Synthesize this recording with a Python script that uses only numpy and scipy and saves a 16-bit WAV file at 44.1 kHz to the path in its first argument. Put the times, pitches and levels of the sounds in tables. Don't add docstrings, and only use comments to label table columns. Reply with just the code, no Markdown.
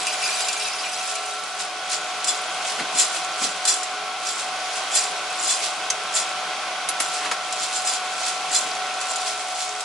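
import sys
import numpy as np
from scipy import signal
from scipy.fft import rfft, irfft, next_fast_len
from scipy.io import wavfile
from scipy.ndimage import map_coordinates

SR = 44100
rng = np.random.default_rng(int(sys.argv[2]) if len(sys.argv) > 2 else 0)


def output_pcm(signal):
    pcm = np.clip(np.atleast_2d(signal).T, -1, 1) * 32767
    wavfile.write(sys.argv[1], SR, np.round(pcm).astype(np.int16))


N = 433944


def amp(db):
    return np.exp(np.asarray(db) * (np.log(10) / 20))


def unit(x):
    return x / np.sqrt(np.mean(x ** 2) + 1e-20)


def clock():
    return np.arange(N) / SR


def along(points, hz):
    f, v = np.transpose(points)
    return np.interp(np.log(hz + 1), np.log(f + 1), v)


def curves(rows):
    s, *cols = np.transpose(rows)
    return [np.interp(clock(), s, c) for c in cols]


def wobble(rate):
    knots = rng.standard_normal(int(N * rate / SR) + 4)
    coarse = clock()[::64]
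    return np.interp(clock(), coarse, map_coordinates(knots, [coarse * rate]))


def during(start, end, fade):
    t = clock()
    return np.clip(np.minimum(t - start, end - t) / fade + .5, 0, 1)


def swell(s, rise, fall):
    first, last = np.clip([int((s - 3 * rise) * SR), int((s + 3 * fall) * SR)], 0, N)
    t = np.arange(first, last) / SR - s
    out = np.zeros(N)
    out[first:last] = amp(-20 * np.maximum(-t / rise, t / fall))
    return out


def filtered(x, response):
    m = 2 * next_fast_len(N // 2 + SR // 8)
    return irfft(rfft(x, m) * response(np.fft.rfftfreq(m, 1 / SR)), m)[..., :N]


def body(x, spectrum, modes=(), size=8192):
    hz = np.fft.rfftfreq(size, 1 / SR)
    peaks = sum((amp(2 * db) - 1) / (1 + (2 * (hz - f) / w) ** 2) ** 2 for f, w, db in modes)
    gain = amp(along(spectrum, hz)) * np.sqrt(np.maximum(1 + peaks, 1e-3))
    cepstrum = irfft(np.log(gain))
    cepstrum[1:size // 2] *= 2
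    cepstrum[size // 2 + 1:] = 0
    ring = irfft(np.exp(rfft(cepstrum)))
    return signal.oaconvolve(x, ring[None] / np.linalg.norm(ring), axes=1)[:, :N]


def puffs(level, width):
    mid, side = rng.standard_normal((2, N))
    return level * unit(np.array([mid + width * side, mid - width * side]))


def impacts(level, rate, scatter_db, t60, spread, top_hz=11400):
    density = np.clip(rate * level / amp(-30), 20, 9000) / SR
    at = np.flatnonzero(rng.random(N) < density)
    force, side, lag = rng.standard_normal((len(at), 3)).T
    hz = rng.uniform(800, top_hz, len(at))
    t = np.arange(int(min(t60, .06) * SR * 2 / 3)) / SR
    ring = amp(-60 * t / t60) * np.sin(2 * np.pi * hz[:, None] * t)
    force = unit(amp(scatter_db * np.clip(force, -2, 2))) * level[at] / np.sqrt(density[at])
    sign = rng.choice([-1, 1], len(at))
    ring *= (force * sign / np.linalg.norm(ring, axis=1))[:, None]
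    out = []
    for ear in (-1, 1):
        delay = np.rint(ear * (spread * lag - .2)).astype(int)
        start = np.maximum(at + delay, 0)
        index = (start[:, None] + np.arange(len(t))).ravel()
        heard = (ring * amp(ear * side)[:, None]).ravel()
        out.append(np.bincount(index, heard, N)[:N])
    return np.array(out)


def add(out, s, hz, db, t60):
    rest = out[int(s * SR):][:SR // 3]
    t = np.arange(len(rest)) / SR
    onset = 1 - np.exp(-t / 0.0011)
    rest += amp(db - 60 * t / t60) * onset * np.sin(2 * np.pi * hz * t)


def blade_tone(hz, db):
    phase = 2 * np.pi * np.cumsum(hz + 1.2 * wobble(2.5)) / SR + .25 * wobble(18)
    return amp(db + 1.45 * wobble(11)) * np.sqrt(2) * np.sin(phase)


# main in Hz, second in Hz.
BLADE_TONES_HZ = (736.5, 1338.5)
# time in seconds, level in dB.
SECOND_TONE_LEVELS = [(0, -46.5), (1.3, -39.5), (2.8, -43), (4.2, -40), (5.4, -45.5), (6.2, -38),
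                      (7.3, -39.5), (8.3, -39), (9.84, -39)]
# frequency in Hz, rms level in dB, flutter in knots per second.
MOTOR_HUMS = [(105, -71, 18), (333, -62, 10), (419.8, -52.5, 8), (667.5, -49, 9), (1141, -54, 14),
              (1467, -46, 14), (2207, -55, 7), (2396, -57, 12)]
# start in seconds, end in seconds, mean frequency in Hz, mean peak level in dB.
WHISTLE_TONE = (1.9, 2.5, 6665, -48)
# frequency in Hz, relative level in dB per Hz.
AIR_SPECTRUM = [(20, -40), (75, -36), (170, -20.5), (300, -11), (540, -4.5), (640, 2), (950, -2.5),
                (1450, 0.5), (1720, -5.5), (2100, -1), (3500, -2.5), (6000, -7.5), (8500, -14.5),
                (11000, -16)]
# frequency in Hz, width in Hz, lift in dB.
DUCT_RESONANCES = [(172.6, 26.5, 10.5), (613, 25, 3.5), (770, 101, 6.5), (950, 70, -1), (1087, 220, 6),
                   (1522, 122, 6), (2480, 41, 2.5), (2590, 33, 7.5), (3256, 60, 6.5)]
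# frequency in Hz, correlation (no unit).
AIR_LIKENESS = [(60, 0.63), (130, 1), (270, 0.95), (580, 0.95), (1230, 0.91), (2600, 0.65), (5540, 0.43),
                (11800, 0.24)]
AIR_DB, AIR_RISE_DB_PER_S = -29.5, 0.0855
MAIN_DB, LOAD_STEP_DB, LOAD_STEP_HZ, LOAD_FROM_S, LOAD_RAMP_S = -37.5, 3.5, 2, 7.0, 0.86
HUNT_PERIOD_S, HUNT_TOP_S, HUNT_HZ, HUNT_DB = .984, 1.3, 5.1, 2


def fans():
    def response(hz):
        turn = np.arccos(np.clip(along(AIR_LIKENESS, hz), -1, 1)) / 2
        return np.array([np.cos(turn), np.sin(turn)])

    mid, side = filtered(rng.standard_normal((2, N)), response)
    air_level = amp(AIR_DB + AIR_RISE_DB_PER_S * clock() + 0.99 * wobble(1.436))
    rush = unit(body(np.array([mid + side, mid - side]), AIR_SPECTRUM, DUCT_RESONANCES))
    load = np.clip((clock() - LOAD_FROM_S) / LOAD_RAMP_S, 0, 1)
    hunt = np.cos(2 * np.pi * (clock() - HUNT_TOP_S) / HUNT_PERIOD_S)
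    main_hz, second_hz = [hz + LOAD_STEP_HZ * load for hz in BLADE_TONES_HZ]
    second_db = curves(SECOND_TONE_LEVELS)[0] + HUNT_DB * hunt
    tones = blade_tone(main_hz, MAIN_DB + LOAD_STEP_DB * load)
    tones += blade_tone(second_hz + HUNT_HZ * hunt, second_db)
    for hz, db, flutter in MOTOR_HUMS:
        phase = 2 * np.pi * hz * clock()
        hum = (1 + wobble(flutter)) * np.sin(phase) + wobble(flutter) * np.cos(phase)
        tones += amp(db) * unit(hum)
    start, end, hz, db = WHISTLE_TONE
    whistle_level = during(start, end, fade=.2) * amp(db + 2 * wobble(14))
    tones += whistle_level * np.sin(2 * np.pi * np.cumsum(hz + 6 * wobble(17)) / SR)
    return air_level * rush + tones


POUR_DB, POUR_ENDS_S, POUR_FADE_DB_PER_S, POUR_CLUMP_DB = -29.5, .8, 21.5, 1.78


def pour_db(t):
    return POUR_DB - POUR_FADE_DB_PER_S * np.maximum(t - POUR_ENDS_S, 0)


# frequency in Hz, relative level in dB per Hz.
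DRUM_SPECTRUM = [(300, -72), (1700, -3.5), (2500, -2.5), (5000, 1), (8000, -1.5), (11000, 2)]
# frequency in Hz, width in Hz, lift in dB.
DRUM_RESONANCES = [(2390, 90, 12), (2620, 60, 8), (2850, 60, 8), (3970, 90, 3), (4940, 260, 5),
                   (5980, 60, 7), (6970, 60, 6), (7970, 80, 5)]


def drum():
    level = amp(pour_db(clock()) + POUR_CLUMP_DB * wobble(16))
    rattle = impacts(amp(-1.5) * level, rate=1400, scatter_db=-0.5, t60=0.00057, spread=0.56)
    clinks = impacts(amp(-3.5) * level, rate=480, scatter_db=3, t60=.04, spread=.6, top_hz=9000)
    return body(rattle + clinks, DRUM_SPECTRUM, DRUM_RESONANCES)


# time in seconds, level in dB before mode weights and scatter.
DRUM_CLANGS = [(.066, -23.5), (.225, -26), (.487, -27), (.6, -30), (.84, -30), (1.156, -30)]
CLANG_T60_S = 0.21
PINGS_PER_S, PING_DB, PING_T60_S, PING_TILT_DB_PER_OCTAVE = 34, -6, .1, -2


def pings(count=52, order=3):
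    out = np.zeros(N)
    lowest_hz, _, lowest_db = DRUM_RESONANCES[0]
    for k, (when, which, detune, force) in enumerate(rng.random((count, 4))):
        s = (k + when) / PINGS_PER_S
        hz, width, _ = DRUM_RESONANCES[int(which * len(DRUM_RESONANCES))]
        tilt_db = PING_TILT_DB_PER_OCTAVE * np.log2(hz / lowest_hz)
        db = pour_db(s) + PING_DB + 10 * force + tilt_db
        add(out, s, hz + 2 * width * (detune - .5), db, PING_T60_S)
    for s, db in DRUM_CLANGS:
        for hz, width, lift_db in DRUM_RESONANCES[:order]:
            mode_hz = hz + width * rng.normal(0, 0.13)
            mode_db = db + 1.6 * (lift_db - lowest_db) + rng.normal(0, 1.5)
            add(out, s, mode_hz, mode_db, CLANG_T60_S)
    return out


# peak in seconds, level in dB, rise in seconds, share thrown on the wall (0-1).
SPOON_STROKES = [(1.1, -28.5, 0.14, .2), (1.605, -27, 0.049, .1), (1.93, -22.5, 0.065, 0.27),
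                 (2.285, -19.5, 0.036, 0.93), (2.70, -28, .14, 0.26), (2.995, -14.5, 0.058, 0.81),
                 (3.16, -27.5, 0.14, 0.56), (3.44, -21.5, .075, 0.37), (3.682, -14, .027, 0.96),
                 (4.283, -24.5, 0.078, 0.83), (4.4, -29, .1, 0.43), (4.76, -30, .09, 0.21),
                 (4.96, -14.5, .045, .95), (5.505, -19, .17, .9), (5.642, -23.5, 0.059, 0.08),
                 (6.166, -18, .04, 0.82), (7.035, -29, .05, .8), (7.15, -28.5, .17, .15),
                 (7.635, -26, 0.13, 0.52), (7.765, -26, 0.1, 0.57), (7.88, -22, 0.069, .9),
                 (7.93, -25, .04, .4), (8.275, -25, .17, 0.31), (8.548, -16.5, 0.048, 0.91),
                 (9.11, -29.5, 0.16, 0.66), (9.28, -27.5, .17, 0.13), (9.62, -27, .13, 0.38)]
# start in seconds, end in seconds.
SPOON_RESTS = [(3.9, 4.2), (6.3, 6.95)]
# frequency in Hz, relative level in dB per Hz.
BEAN_SPECTRUM = [(200, -37), (1000, -15.5), (2000, 1.5), (4500, 8), (8000, 7), (11000, 0.5)]
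# frequency in Hz, relative level in dB per Hz.
WALL_SPECTRUM = [(300, -56), (1600, -11), (3000, -12.5), (4400, -7.5), (6200, -2), (7200, 6.5), (8400, 2),
                 (11000, -6.5)]
# frequency in Hz, width in Hz, lift in dB.
BOWL_RESONANCES = [(1850, 90, 9), (2500, 120, 6), (3460, 100, 16.5), (4100, 70, 16), (4690, 90, 10),
                   (4945, 85, 15), (5640, 170, 10.5), (6520, 190, 4.5), (7010, 110, 4), (7340, 150, 6),
                   (7710, 130, 5), (8700, 110, 5), (10100, 100, 5)]
SETTLE_S, SETTLE_PER_RISE = .07, .25
TRICKLE_DB, TRICKLE_S = -13, .28
SHUFFLE_DB, SHUFFLE_SWING_DB = -42.5, 3
CRACKLE_DB = -49


def stirring():
    moving = 1 - sum(during(start, end, fade=.1) for start, end in SPOON_RESTS)
    on_wall = np.zeros(N)
    on_beans = (moving * amp(SHUFFLE_DB + SHUFFLE_SWING_DB * wobble(5))) ** 2
    for s, db, rise, share in SPOON_STROKES:
        share = np.clip(share, 0, 1)
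        throw = (amp(db) * swell(s, rise, SETTLE_S + SETTLE_PER_RISE * rise)) ** 2
        trickle = share * (amp(db + TRICKLE_DB) * swell(s, rise, TRICKLE_S)) ** 2
        on_wall += share * throw + trickle / 2
        on_beans += (1 - share) * throw + trickle / 2
    clumps = amp(.9 * wobble(170))
    hiss = impacts(np.sqrt(on_beans) * clumps, rate=3200, scatter_db=-1.5, t60=0.00084, spread=0.71)
    snaps = impacts(amp(CRACKLE_DB) * moving, rate=250, scatter_db=6.5, t60=0.0036, spread=0.65)
    steel = impacts(np.sqrt(on_wall) * clumps, rate=1500, scatter_db=3.0, t60=0.0044, spread=.55)
    among_beans = amp(-1.0) * body(hiss + snaps, BEAN_SPECTRUM)
    return among_beans + amp(-2.64) * body(steel, WALL_SPECTRUM, BOWL_RESONANCES)


# time in seconds, level in dB before path gains.
SHARP_TICKS = [(0.068, -18), (.4045, -20), (.4843, -18), (.529, -20.5), (1.1537, -22), (2.243, -18),
               (3.6524, -13.5), (3.739, -18), (3.831, -21.5), (5.0375, -20), (7.525, -21.5), (9.012, -22),
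               (9.158, -22.5), (9.8059, -24)]


def ticks():
    level = sum(amp(db) * swell(s + 0.00045, 0.00095, 0.016) for s, db in SHARP_TICKS)
    among_beans = amp(-3) * body(puffs(level, width=0.49), BEAN_SPECTRUM)
    on_wall = amp(-2.5) * body(puffs(level, width=0.59), WALL_SPECTRUM, BOWL_RESONANCES)
    return among_beans + on_wall


RING_DB, RING_T60_S, RING_SCATTER_S = -9, .14, .012


def bowl_ring():
    out = np.zeros(N)
    strongest_db = max(lift_db for _, _, lift_db in BOWL_RESONANCES)
    for s, db, _, share in SPOON_STROKES:
        share_db = 20 * np.log10(np.clip(share, .01, 1))
        for hz, width, lift_db in BOWL_RESONANCES[2:7]:
            late, detune, force = rng.standard_normal(3)
            mode_db = db + RING_DB + share_db + (lift_db - strongest_db) / 2 + 2 * force
            add(out, s + RING_SCATTER_S * late, hz + 0.17 * width * detune, mode_db, RING_T60_S)
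    return out


# peak in seconds, level in dB,
# rise over 20 dB in seconds, fall over 20 dB in seconds.
HOUSING_SCUFFS = [(2.80, -25.5, 0.031, 0.034), (7.26, -25.5, 0.1, 0.052)]
# time in seconds, click level in dB, housing knock level in dB,
# time to fall 40 dB in seconds.
CATCH_CLICKS = [(6.8875, -14.5, -24.5, 0.036), (7, -15.5, -21, 0.053), (7.311, -32, -17, 0.056)]
# frequency in Hz, relative level in dB per Hz.
CATCH_SPECTRUM = [(60, -45), (300, -27.5), (2000, -4), (4000, -2), (8000, 1), (10500, 6), (12000, -3)]
# frequency in Hz, relative level in dB per Hz.
HOUSING_SPECTRUM = [(40, -45), (100, -30), (200, -14), (700, -5), (1350, -0.5), (2200, -2.5), (4000, -7),
                    (10000, -14)]
# frequency in Hz, width in Hz, lift in dB.
HOUSING_RESONANCES = [(741, 49, 3.3), (1340, 110, 3.6), (1860, 130, 3.2), (2200, 140, 4.6), (4080, 200, 4)]


def controls():
    snap = sum(amp(db) * swell(s + 0.0016, 0.0025, t40 / 2) for s, db, _, t40 in CATCH_CLICKS)
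    knock = sum(amp(db) * swell(s + 0.0028, 0.0018, t40 / 2) for s, _, db, t40 in CATCH_CLICKS)
    scuff = sum(amp(db) * swell(s, rise, fall) for s, db, rise, fall in HOUSING_SCUFFS)
    bright = body(puffs(snap, width=0.72), CATCH_SPECTRUM)
    return bright + body(puffs(knock + scuff, width=0.13), HOUSING_SPECTRUM, HOUSING_RESONANCES)


# peak in seconds, level in dB, rise over 20 dB in seconds,
# fall over 20 dB in seconds.
BENCH_BUMPS = [(2.803, -33, .02, 0.055), (2.95, -39.5, 0.039, 0.071), (3.425, -40, .04, 0.13),
               (7.275, -40, 0.05, 0.066), (8.66, -43.5, 0.069, 0.095)]
# frequency in Hz, relative level in dB per Hz.
BENCH_SPECTRUM = [(30, -48), (60, -30), (110, -9.5), (200, 4), (380, 3), (520, -6), (1500, -30)]


def bumps():
    level = sum(amp(db) * swell(s, rise, fall) for s, db, rise, fall in BENCH_BUMPS)
    return body(puffs(level, width=0.053), BENCH_SPECTRUM)


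# start in seconds, length in seconds.
SLIP_TIME = (5.9012, .0075)
# first frequency in Hz, last frequency in Hz, level in dB before the tone and noise gains.
SLIP_CHIRP = (7200, 5900, -15)


def squeak():
    s, length = SLIP_TIME
    first_hz, last_hz, db = SLIP_CHIRP
    u = np.clip((clock() - s) / length, 0, 1)
    hz = (first_hz + (last_hz - first_hz) * np.sqrt(u)) * (1 + .09 * wobble(1500))
    tone = np.sqrt(2) * np.sin(2 * np.pi * np.cumsum(hz) / SR)
    grip = amp(db) * np.sqrt(4 * u * (1 - u))
    return .8 * grip * tone + body(puffs(.75 * grip, width=.6), BEAN_SPECTRUM)


def room(x, t60):
    t = np.arange(SR // 2) / SR
    tail = rng.standard_normal((2, len(t))) * amp(-60 * t / t60) * (t > .003)
    return signal.oaconvolve(x, tail / np.linalg.norm(tail[0]), axes=1)[:, :N]


def scene():
    near = stirring() + bowl_ring() + drum() + pings() + ticks() + controls() + bumps()
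    slip = squeak()
    answer = room(amp(-6.5) * near + amp(-5) * slip, t60=0.098)
    return near + slip + answer + fans()


TOP_HZ = 11150


def record(dry):
    return filtered(dry, lambda hz: amp(-np.clip((hz - TOP_HZ + 100) / 10, 0, 120)))


dry = scene()
out = record(dry)
output_pcm(out)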